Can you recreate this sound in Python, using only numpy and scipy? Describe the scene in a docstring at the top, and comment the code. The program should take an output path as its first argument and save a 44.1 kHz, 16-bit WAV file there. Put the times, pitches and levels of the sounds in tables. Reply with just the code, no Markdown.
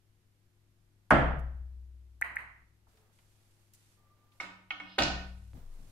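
"""First a cue strokes a billiard ball: a blunt pulse, its echoes and a short ring of the cue.
Then the ball clacks twice on others: short bursts near 2 kHz with a treble click, while the table drones.
Clothes rustle as shaped noise; the cue then taps, scrapes, drops and rattles on the table as ringing modes.
Last come a dry click, steps and soft bumps, and the table's drone is cut short and dies faster.
A hard-walled room answers the hits; wandering tones and noise make hum and hiss throughout."""
import sys
import numpy as np
from scipy import signal
from scipy.io import wavfile

SR = 44100
rng = np.random.default_rng(int(sys.argv[2]) if len(sys.argv) > 2 else 0)


def store_wav(level_fs):
    """Save 16-bit WAV to argv[1]."""
    pcm = np.round(np.clip(np.atleast_2d(level_fs), -1, 1) * 32767)
    wavfile.write(sys.argv[1], SR, pcm.T.astype(np.int16))


N = 260631  # length of the scene in samples

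# colour of the leather tip on the ball: f/Hz, level/dB
TIP_COLOUR = [(50, -44.5), (144, -3), (250, -7), (450, -9), (620, -3), (1000, -9.5), (1400, -6.5),
              (2000, -13), (2350, -20.5), (3300, -25.5), (3750, -36), (6000, -47), (10000, -48.5),
              (15000, -74.5)]
# direct sound, then early echoes of the stroke: delay/ms, left level/dB, right level/dB
STROKE_PATHS = [(0, -0.5, -4), (1.6, -5.5, 7), (5.8, 3, -0.5), (10.6, -4, -4.5), (13.8, -3, 1),
                (17.6, -8.5, -2)]


def stroke(mix):
    """The tip drives the ball: a blunt, inverted pull of air, upright echoes duller with delay, the cue and the
    room."""
    start_s, level_db, room_db = 1.1072, -9, 10.6
    pulse = amp(level_db) * causal(lambda hz: read(TIP_COLOUR, hz))
    for ms, left_db, right_db in STROKE_PATHS:
        path = amp(level_db) * causal(
            lambda hz: read(TIP_COLOUR, hz) - 0.35 * ms * hz / 1000 + bell_db(hz, 1334, 1.0))
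        sign = -1 if ms < 0.5 else 1  # the direct pull is negative, its echoes positive
        add(mix, start_s + ms / 1000, sign * amp([[left_db], [right_db]]) * path)
    cue_ring = amp(-18.5) * cue_modes(centre_hz=1150, octaves=0.11)
    add(mix, start_s, -cue_ring * np.ones((2, 1)))
    add(mix, start_s, amp(room_db) * room(pulse, start_ms=4.2, early_db=-3.5))


# ball on ball: t/s, level/dB, level of the earliest paths/dB
CLACKS = [(2.2131, -16.5, 1), (2.3584, -21.5, -3)]
# paths of a clack, the sideways first one weak:
# delay/ms, f/Hz, left level/dB, right level/dB, extra delay on the right/ms
CLACK_PATHS = [(0.4, 1560, -14, -18, 0.091), (0.06, 830, -25.5, -24, 0.12), (5, 1730, -10, -16, 0.4),
               (9, 1895, 1, 4.5, 0.45), (14, 1900, -4, -7, 0.36), (13.5, 1400, -26, -35, 0.1),
               (32.3, 1900, -14, -12, 0.3)]
# colour of the treble click: f/Hz, level/dB
CLICK_COLOUR = [(2500, -9), (4200, -18.5), (6400, -12.5), (8600, -8), (10600, -8), (12700, -6.5),
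                (13600, -23.5), (15000, -18)]
# colour of a clack in the room: f/Hz, level/dB
CLACK_BODY_COLOUR = [(400, -25.5), (900, -11), (1400, -8), (1750, -6.5), (1980, 1), (2250, -7.5),
                     (3100, -22), (3500, -37), (4000, -27.5), (4800, -36.5), (5600, -43.5)]


def clacks(mix):
    """Hard balls give off a few cycles near 2 kHz and a treble click combed by a bounce off the bed."""
    bed_echo_ms, click_db, path_click_db, room_db = 0.47, -13.5, -15.5, -4
    scatter_t60_s = 0.018  # the click scatters off the near cushions
    swell_cycles = 0.57  # a burst peaks after four times this many cycles
    t = np.arange(400) / SR
    click = causal(lambda hz: read(CLICK_COLOUR, hz))[:400]
    bounce = 0.78 * np.roll(click, round(bed_echo_ms * SR / 1000))
    click = amp(click_db) * (click + bounce)
    body = causal(lambda hz: read(CLACK_BODY_COLOUR, hz))[:400]
    path_click = amp(path_click_db) * click
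    for s, db, first_db in CLACKS:
        scatter = rng.standard_normal((2, 400)) * amp(-60 * t / scatter_t60_s)
        scattered = signal.fftconvolve(click[None], scatter, axes=1)
        add(mix, s, amp(db + first_db - 15.5) * scattered)
        for ms, hz, left_db, right_db, right_lag_ms in CLACK_PATHS:
            u = t * hz / swell_cycles / 4
            swell = (u * np.exp(1 - u)) ** 4
            burst = swell * np.sin(2 * np.pi * hz * t)
            if ms < 1:
                burst *= amp(first_db)
            add(mix[0], s + ms / 1000, amp(db) * (amp(left_db) * burst + path_click))
            add(mix[1], s + (ms + right_lag_ms) / 1000, amp(db) * (amp(right_db) * burst + path_click))
        add(mix, s, amp(db + room_db) * room(body + 0.73 * click, start_ms=35.0, early_db=-1.0))


# cue on the table: t/s, level/dB, centre f/Hz, spread/octaves, crack t60/s, joint level/dB, joint f/Hz,
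# butt level/dB, return/ms (the wave thrown back from the near end of the shaft, different at each place)
BLOWS = [(4.4004, -38, 1220, 1.8, 0.13, 12, 2231, -10, 0.76),
         (4.706, -32.5, 1760, 0.86, 0.021, 7.5, 2256, -19.5, 0.32),
         (4.8005, -38.5, 1625, 1.18, 0.0074, 5, 2240, -10, .34),
         (4.981, -28, 644, 0.14, 0.093, -41.5, 2193, -35, .05),
         (4.9835, -21.5, 897, 2.08, 0.063, -4.5, 2190, -11, 0.45),
         (4.9882, -16, 3160, 0.62, 0.0071, -31.5, 2210, -41, 0.28),
         (5.022, -20, 3700, 0.6, 0.008, -19, 2224, -37, 0.47),
         (5.034, -25, 5600, 0.29, 0.019, -33, 2220, -46, 0.25),
         (5.0361, -27.5, 4570, 0.19, 0.0095, -27.5, 2180, -25.5, 0.32)]
# bright ring of the joint: share of its pitch/1, level/dB, t60/s, rise/s
JOINT = [(0.98, 1.5, 0.046, 0.0011), (1, -13.5, 0.035, 0.0017)]
# bounces off near surfaces: delay/ms, left level/dB, right level/dB
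BLOW_ECHOES = [(4.984, -9, -11), (17.27, -14.5, -10), (33.73, -20.5, -10.5)]


def cue(mix):
    """A blow rings the cue modes near its own colour, the joint, the hollow butt and the slow-flexing shaft."""
    crack_db, crack_db_per_octave = -1, 2.5  # brighter blows crack harder, counted from 1 kHz
    room_db, dry_db_per_octave = 4, -3  # brighter blows send less into the room and the echoes
    right_over_left_db, knock_over_flex_db = 3, 2
    crack_top_hz = 10100  # wood cracks dull above this
    for s, db, centre_hz, octaves, crack_t60, joint_db, joint_hz, butt_db, return_ms in BLOWS:
        bright = np.log2(centre_hz / 1000)
        reflected_db = db + dry_db_per_octave * bright
        sound = cue_modes(centre_hz, octaves, return_ms)
        joint = 0
        for share, part_db, t60, rise in JOINT:
            hz = share * joint_hz
            joint = joint + amp(joint_db + part_db + return_db(hz, return_ms)) * ring(hz, t60, rise, 0.3)
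        crack = causal(lambda hz: bell_db(hz, centre_hz, octaves) + return_db(hz, return_ms)
                       - 6 * (hz / crack_top_hz) ** 2)
        rattle = rng.standard_normal(1500) * amp(-60 * np.arange(1500) / SR / crack_t60)
        rattle[0] += 4.0  # the first contact stands out
        crack = np.convolve(crack[:300], rattle)
        add(sound, 0, amp(crack_db + crack_db_per_octave * bright) * crack / abs(crack).max())
        add(sound, 0, 0.27 * joint)
        add(mix, s, amp(reflected_db + room_db) * room(sound))
        add(sound, 0, 0.79 * joint)  # the joint beams toward the microphone
        add(mix[0], s, amp(db - right_over_left_db / 2) * sound)
        add(mix[1], s + 0.000071, amp(db + right_over_left_db / 2) * sound)
        for ms, left_db, right_db in BLOW_ECHOES:
            add(mix, s + ms / 1000, amp(reflected_db) * amp([[left_db], [right_db]]) * sound)
        knock = ring(296.5, t60=0.13, rise=0.0032, length=0.3)  # hollow butt
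        flex = ring(188, t60=0.88, rise=0.11, length=0.89)  # slow bending of the shaft
        add(mix, s, amp(db + butt_db + knock_over_flex_db) * room(knock))
        add(mix, s, amp(db + butt_db) * flex * np.ones((2, 1)))


# modes of the cue: f/Hz, level/dB, t60/s
CUE_MODES = [(574, -9, 0.04), (630, -6, 0.035), (688, -2.5, 0.045), (765, -3, 0.07), (950, -1, 0.035),
             (1283, -3.5, 0.06), (1490, -4.5, 0.082), (1826, -7, 0.065), (2550, -6, 0.048),
             (2870, -2.5, 0.035), (3285, -7.5, 0.041), (3600, -13.5, 0.045), (3980, -15, 0.035),
             (4330, -18, 0.035), (5030, -20, 0.06), (5420, -27, 0.02), (5750, -34, 0.03)]


def cue_modes(centre_hz, octaves, return_ms=0):
    """The stick rings at its own fixed pitches, loudest near the colour of the blow."""
    total = 0
    for hz, db, t60 in CUE_MODES:
        mode_db = db + bell_db(hz, centre_hz, octaves) + return_db(hz, return_ms)
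        total = total + amp(mode_db) * ring(hz, t60, 0.0014, 0.4)
    return total


def return_db(hz, return_ms):
    """A wave meeting its own return weakens some pitches and spares others, like a comb."""
    share = 0.45
    return 20 * np.log10(1 - share + share * abs(np.cos(np.pi * hz * return_ms / 1000)))


# the cue scrapes on the cloth: start t/s, hold end after start/s, level/dB
SCRAPES = [(4.81, 0.15, -60)]


def scrape():
    """Tiny slips of uneven size ring the upper modes of the cue, damped by the cloth."""
    slips_per_s, size_spread_db, damping_t60_s = 2100, 2.5, 0.05
    modes = cue_modes(centre_hz=5000, octaves=0.56)
    modes = modes * amp(-60 * np.arange(len(modes)) / SR / damping_t60_s)
    chance, size, sign = rng.random((3, 2, N))
    slips = (chance < slips_per_s / SR) * amp(-size_spread_db * np.log(size + 0.01)) * np.sign(sign - 0.5)
    slips = slips + 0.22 * slips[::-1]  # each side leaks into the other
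    ringing = signal.fftconvolve(slips, modes[None], axes=1)[:, :N]
    return follow(SCRAPES, rise=0.087, t60=0.2) * evened(ringing)


# heavy blows into the table: t/s, level/dB, extra level of the rail/dB
THUMPS = [(1.108, -21, 0.5), (2.303, -64, 5.5), (4.984, -30.5, -4)]
# modes of slate and frame: f/Hz, level/dB, t60/s, rise/s
TABLE_MODES = [(27.2, -9, 1.3, 0.071), (41, -14.5, 1.3, 0.054), (80.7, -18.5, 1.6, 0.081),
               (62.9, -4.5, 2.27, 0.043), (107.54, -10, 0.59, 0.03), (128.13, -4, .7, 0.12),
               (139.6, -3, .7, 0.025), (166.8, -6.5, 0.44, 0.03), (227, -5.5, 0.5, 0.0071),
               (287, -5.5, 0.5, 0.0068), (338, -1.5, 0.38, 0.03), (57.1, -10, 1.25, 0.016)]


def table(mix):
    """Slate and frame drone after heavy blows, until the drone is cut short and dies faster."""
    cut_s, cut_t60_s = 5.54, 0.68
    drone = np.zeros((2, N))
    for s, db, rail_db in THUMPS:
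        for hz, mode_db, t60, rise in TABLE_MODES:
            level_db = db + mode_db
            if 120 < hz < 150:  # modes of the rail, woken most by blows near it
                level_db += rail_db
            add(drone, s, sided(level_db, read(LEFT_OVER_RIGHT, hz)) * ring(hz, t60, rise, 4))
    since_cut = np.maximum(np.arange(N) / SR - cut_s, 0)
    mix += drone * amp(-60 * since_cut / cut_t60_s)


# small ticks: t/s, level/dB, centre f/Hz, spread/octaves
TICKS = [(1.1053, -45, 9330, 0.25), (1.107, -43.5, 5100, 0.45), (1.392, -61.5, 9400, 1.1),
         (2.869, -76.5, 907, 0.53), (2.9724, -69, 2500, 1.1), (3.1882, -66.5, 1480, 1.44),
         (3.7362, -52, 8870, 1.7), (3.748, -59, 7840, 0.55), (4.3202, -71.5, 2930, 0.54),
         (4.4052, -55.5, 5530, 0.15), (4.7052, -38, 2500, 0.29)]


def ticks(mix):
    """Tip, hand and cloth tick: a tiny pulse with fading random grit and a brief piece of room."""
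    for s, db, centre_hz, octaves in TICKS:
        pulse = amp(db) * causal(lambda hz: bell_db(hz, centre_hz, octaves))[:300]
        grit = rng.standard_normal((2, 500)) * amp(-60 * np.arange(500) / SR / 0.052)
        grit[:, 0] += 4  # the first contact stands out
        gritty = signal.fftconvolve(pulse[None], grit, axes=1)
        add(mix, s, 0.46 * gritty + amp(14.0) * room(pulse)[:, :799])


def dry_click(mix):
    """One dry click: a single broad pulse, the same on both sides, without room."""
    pulse = causal(lambda hz: bell_db(hz, centre_hz=700, octaves=1.7))
    add(mix, 5.5338, amp(-48) * pulse * np.ones((2, 1)))


# soft low bumps as the player moves: t/s, level/dB, f/Hz, t60/s, rise/s
BUMPS = [(5.33, -54, 100.3, 2.4, 0.02), (5.548, -40.5, 257, 0.095, 0.014)]


def bumps(mix):
    """Each soft bump is one low mode that swells and dies, a little louder on the left."""
    for s, db, hz, t60, rise in BUMPS:
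        add(mix, s, sided(db, 4) * ring(hz, t60, rise, 1))


def floor_sway(mix):
    """The floor gives under a step: a deep tone that swells and fades evenly about its middle."""
    middle_s, level_db, hz, half_length_s = 5.72, -41.5, 21.3, 0.1
    t = np.arange(N) / SR - middle_s
    swell = np.exp(-(t / half_length_s) ** 2 / 2)
    mix += sided(level_db, 4) * swell * np.sin(2 * np.pi * hz * t)


# low rumble of steps: start t/s, hold end after start/s, level/dB
RUMBLES = [(5.53, 0.022, -50), (5.78, .15, -59.5)]
# its colour: f/Hz, level/dB
RUMBLE_COLOUR = [(40, -8.5), (130, -3), (300, -20), (600, -25), (1500, -47.5)]


def steps():
    """Steps rumble as low, grainy noise."""
    return rubbing(RUMBLES, 0.011, 0.48, RUMBLE_COLOUR)


# rustling clothes: start t/s, hold end after start/s, level/dB
SWISHES = [(2.86, 0.15, -77), (3.1, 0.45, -75), (3.56, 0.18, -78.5), (3.72, 0.22, -71.5),
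           (4.3, 0.11, -77.5), (5.12, 0.42, -74.5), (5.53, 0.06, -79.5), (5.62, .3, -77.5),
           (5.69, 0.35, -79.5), (5.81, 0.11, -82.5)]
# dull shuffling: start t/s, hold end after start/s, level/dB
SHUFFLES = [(2.86, 0.21, -74), (2.92, 0.1, -99), (3.18, 0.4, -82), (3.56, 0.062, -85), (3.74, 0.056, -93),
            (3.95, .45, -76), (5.535, 0.061, -64), (5.7, 0.27, -73)]
# colour of the rustle: f/Hz, level/dB
SWISH_COLOUR = [(800, 0), (2500, 3.5), (5000, 3), (9000, 3), (13000, -0.5), (15500, -49)]
# colour of the shuffling: f/Hz, level/dB
SHUFFLE_COLOUR = [(80, -2.5), (200, -6), (500, -4.5), (1200, -8), (3000, -17), (8000, -23.5)]


def clothes():
    """Rubbing cloth makes bright rustles and duller shuffles of noise."""
    swish = rubbing(SWISHES, 0.031, 0.34, SWISH_COLOUR)
    return swish + rubbing(SHUFFLES, 0.024, 0.75, SHUFFLE_COLOUR)


def rubbing(rows, rise, t60, colour):
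    """Rubbing is coloured noise whose level flickers at random from moment to moment."""
    flicker_db = 1.5 * rng.standard_normal(N // 128 + 5)  # one value per noise frame
    return follow(rows, rise, t60) * evened(noise(N, lambda hz, t: read(colour, hz) + flicker_db))


# faint thin whistles: start t/s, hold end after start/s, level/dB, f/Hz
WHISTLES = [(2.93, 0.12, -80, 436), (2.95, .11, -86, 1250), (3.96, 0.39, -80.5, 1186),
            (4.09, 0.072, -79, 1185)]


def whistles():
    """Faint fuzzy tones whose pitch and level each waver by slow chance."""
    rate = 12  # multiplies the speeds listed in drift
    waver_hz = 7 * drift(rate)
    flutter = amp(2 * drift(rate))
    total = 0
    for *row, hz in WHISTLES:
        tone = fuzzy_tone(hz + waver_hz, width_hz=22, steady=1.4)
        total = total + follow([row], rise=0.015, t60=0.2) * tone * flutter
    return total


# mains hum: f/Hz, level/dB, width/Hz
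HUM = [(102.5, -71.5, 3.9), (142.8, -85, 5.7), (198, -89, 5.8), (255, -94, 5.5), (300, -94.5, 6.5),
       (351, -86, 7.2)]


def mains_hum():
    """Mains hum is a stack of low tones, each wandering slightly."""
    total = 0
    for hz, db, width_hz in HUM:
        total = total + sided(db, read(LEFT_OVER_RIGHT, hz)) * fuzzy_tone(hz, width_hz, steady=7.4)
    return total


# colour of the hiss: f/Hz, level/dB
HISS_COLOUR = [(20, 6), (60, -0.5), (160, -6.5), (300, -11.5), (600, -19.5), (1000, -21.5), (2000, -22),
               (4000, -25), (10000, -29), (12500, -27.5), (15600, -48)]


def hiss():
    """Room and microphone hiss: steady noise, strongest in the bass."""
    # 0 * t spreads the colour over all frames
    return amp(-71) * evened(noise(N, lambda hz, t: read(HISS_COLOUR, hz) + 0 * t, size=4096))


# how long each band of the room lasts: f/Hz, t60/s
ROOM_T60 = [(100, 0.86), (260, 0.55), (700, 0.59), (1840, 0.61), (4850, 0.51), (8000, 0.43), (12800, 0.26)]


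def room(x, start_ms=1.0, early_db=-2.0, early_s=0.07, bend_db=3.5):
    """Dense reflections off hard walls, each band dying at its own speed, faster as it goes."""
    step_s, step_db, step_width_s = 0.29, -3, 0.012  # the tail steps down this long after the hit

    def fade_db(hz, t):
        step = step_db / (1 + np.exp((step_s - t) / step_width_s))
        return -60 * t / read(ROOM_T60, hz) + early_db * np.exp(-t / early_s) - bend_db * t ** 2 + step

    tail = noise(SR, fade_db)
    tail *= np.clip(np.arange(SR) / (start_ms * SR / 1000), 0, 1) ** 2
    tail *= np.sqrt(2) / np.linalg.norm(tail)  # mean energy of the two sides is 1
    return signal.fftconvolve(x[None], tail, axes=1)


# likeness of left and right: f/Hz, likeness/1
SAME = [(60, 0.92), (130, 1), (290, 0.34), (640, 0.67), (1400, 0), (15000, 0.029)]
# balance of the sides: f/Hz, left over right level/dB
LEFT_OVER_RIGHT = [(60, 4), (110, 6.5), (200, 0.5), (380, 0), (700, -3.5), (2400, -2), (4400, 1),
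                   (15000, -6)]


def noise(length, colour_db, size=512):
    """Stereo noise from random spectra, more alike in the bass; colour_db(Hz, s) shapes them."""
    hop = size // 4
    frames = length // hop + 5
    hz = np.fft.rfftfreq(size, 1 / SR)[:, None]
    t = np.arange(frames) * hop / SR
    a, b, c, d = rng.standard_normal((frames, len(hz), 4)).T
    same = np.clip(read(SAME, hz), 0, 1)
    left = a + 1j * b
    right = same * left + np.sqrt(1 - same ** 2) * (c + 1j * d)
    spectra = np.array([left, right]) * amp(colour_db(hz, t))
    half_db = read(LEFT_OVER_RIGHT, hz) / 2
    spectra *= amp([half_db, -half_db])
    return signal.istft(spectra, nperseg=size, noverlap=size - hop)[1][:, :length]


def fuzzy_tone(hz, width_hz, steady):
    """A tone whose height and phase wander; a larger steady part wanders less; rms 1."""
    pole = np.exp(-np.pi * width_hz / SR)
    chance = rng.standard_normal(N) + 1j * rng.standard_normal(N)
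    wander = signal.lfilter([1], [1, -2 * pole, pole ** 2], chance)
    wander = steady + wander / np.sqrt(np.mean(abs(wander) ** 2))
    turning = np.exp(2j * np.pi * np.cumsum(hz * np.ones(N)) / SR)
    return evened((wander * turning).real)


def drift(rate):
    """Slow chance from six sine waves with random starts, rms 1."""
    t = np.arange(N) / SR
    waves = [np.sin(2 * np.pi * (f * rate * t + rng.random())) for f in (0.3, 0.5, 0.8, 1.1, 1.5, 2)]
    return evened(sum(waves))


def follow(rows, rise, t60):
    """Gain over time of rubs that rise, hold and fade."""
    t = np.arange(N) / SR
    gain = 0
    for s, length, db in rows:
        fade_db = -60 * np.maximum(t - s - length, 0) / t60
        gain = gain + np.clip((t - s) / rise, 0, 1) ** 2 * amp(db + fade_db)
    return gain


def ring(hz, t60, rise, length):
    """A mode that swells and dies; t60 is the time to fall 60 dB."""
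    t = np.arange(round(length * SR)) / SR
    return amp(-60 * t / t60) * (1 - np.exp(-t / rise)) * np.sin(2 * np.pi * hz * t)


def causal(colour_db, size=4096):
    """Shortest (minimum-phase) pulse with the colour given as a function of Hz; peak 1."""
    hz = abs(np.fft.fftfreq(size, 1 / SR))
    log_gain = np.log(amp(np.maximum(colour_db(hz), -100)))
    pulse = np.fft.ifft(np.exp(np.conj(signal.hilbert(log_gain)))).real[:size // 2]
    return pulse / abs(pulse).max()


def bell_db(hz, centre_hz, octaves):
    """A hump of colour, 6 dB down at the given octaves on both sides of its centre."""
    return -6 * (np.log2((hz + 1) / centre_hz) / octaves) ** 2


def amp(db):
    """Decibels to a plain factor."""
    return 10 ** (np.asarray(db, float) / 20)


def sided(db, left_over_right_db):
    """Left and right factors around one level."""
    return amp([[db + left_over_right_db / 2], [db - left_over_right_db / 2]])


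def evened(x):
    """Scale to rms 1."""
    return x / np.sqrt(np.mean(x ** 2) + 1e-30)


def read(points, hz):
    """Read a curve between its points, along log frequency."""
    f, value = np.transpose(points)
    return np.interp(np.log(hz + 1), np.log(f + 1), value)


def add(mix, s, sound):
    """Add a sound into the mix from time s in seconds, cut at the end."""
    part = mix[..., round(s * SR):][..., :sound.shape[-1]]
    part += sound[..., :part.shape[-1]]


def scene():
    """Add the hits, the rubbing and the background together."""
    hits = np.zeros((2, N))
    for source in (stroke, clacks, cue, table, ticks, dry_click, bumps, floor_sway):
        source(hits)
    return hits + scrape() + steps() + clothes() + whistles() + mains_hum() + hiss()


def record(dry):
    """The band limit of the recorder: a steep low-pass filter."""
    low_pass = signal.firwin(511, 15750, window=("kaiser", 9), fs=SR)  # edge in Hz
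    return signal.oaconvolve(dry, low_pass[None], "same")


dry = scene()
out = record(dry)
store_wav(out)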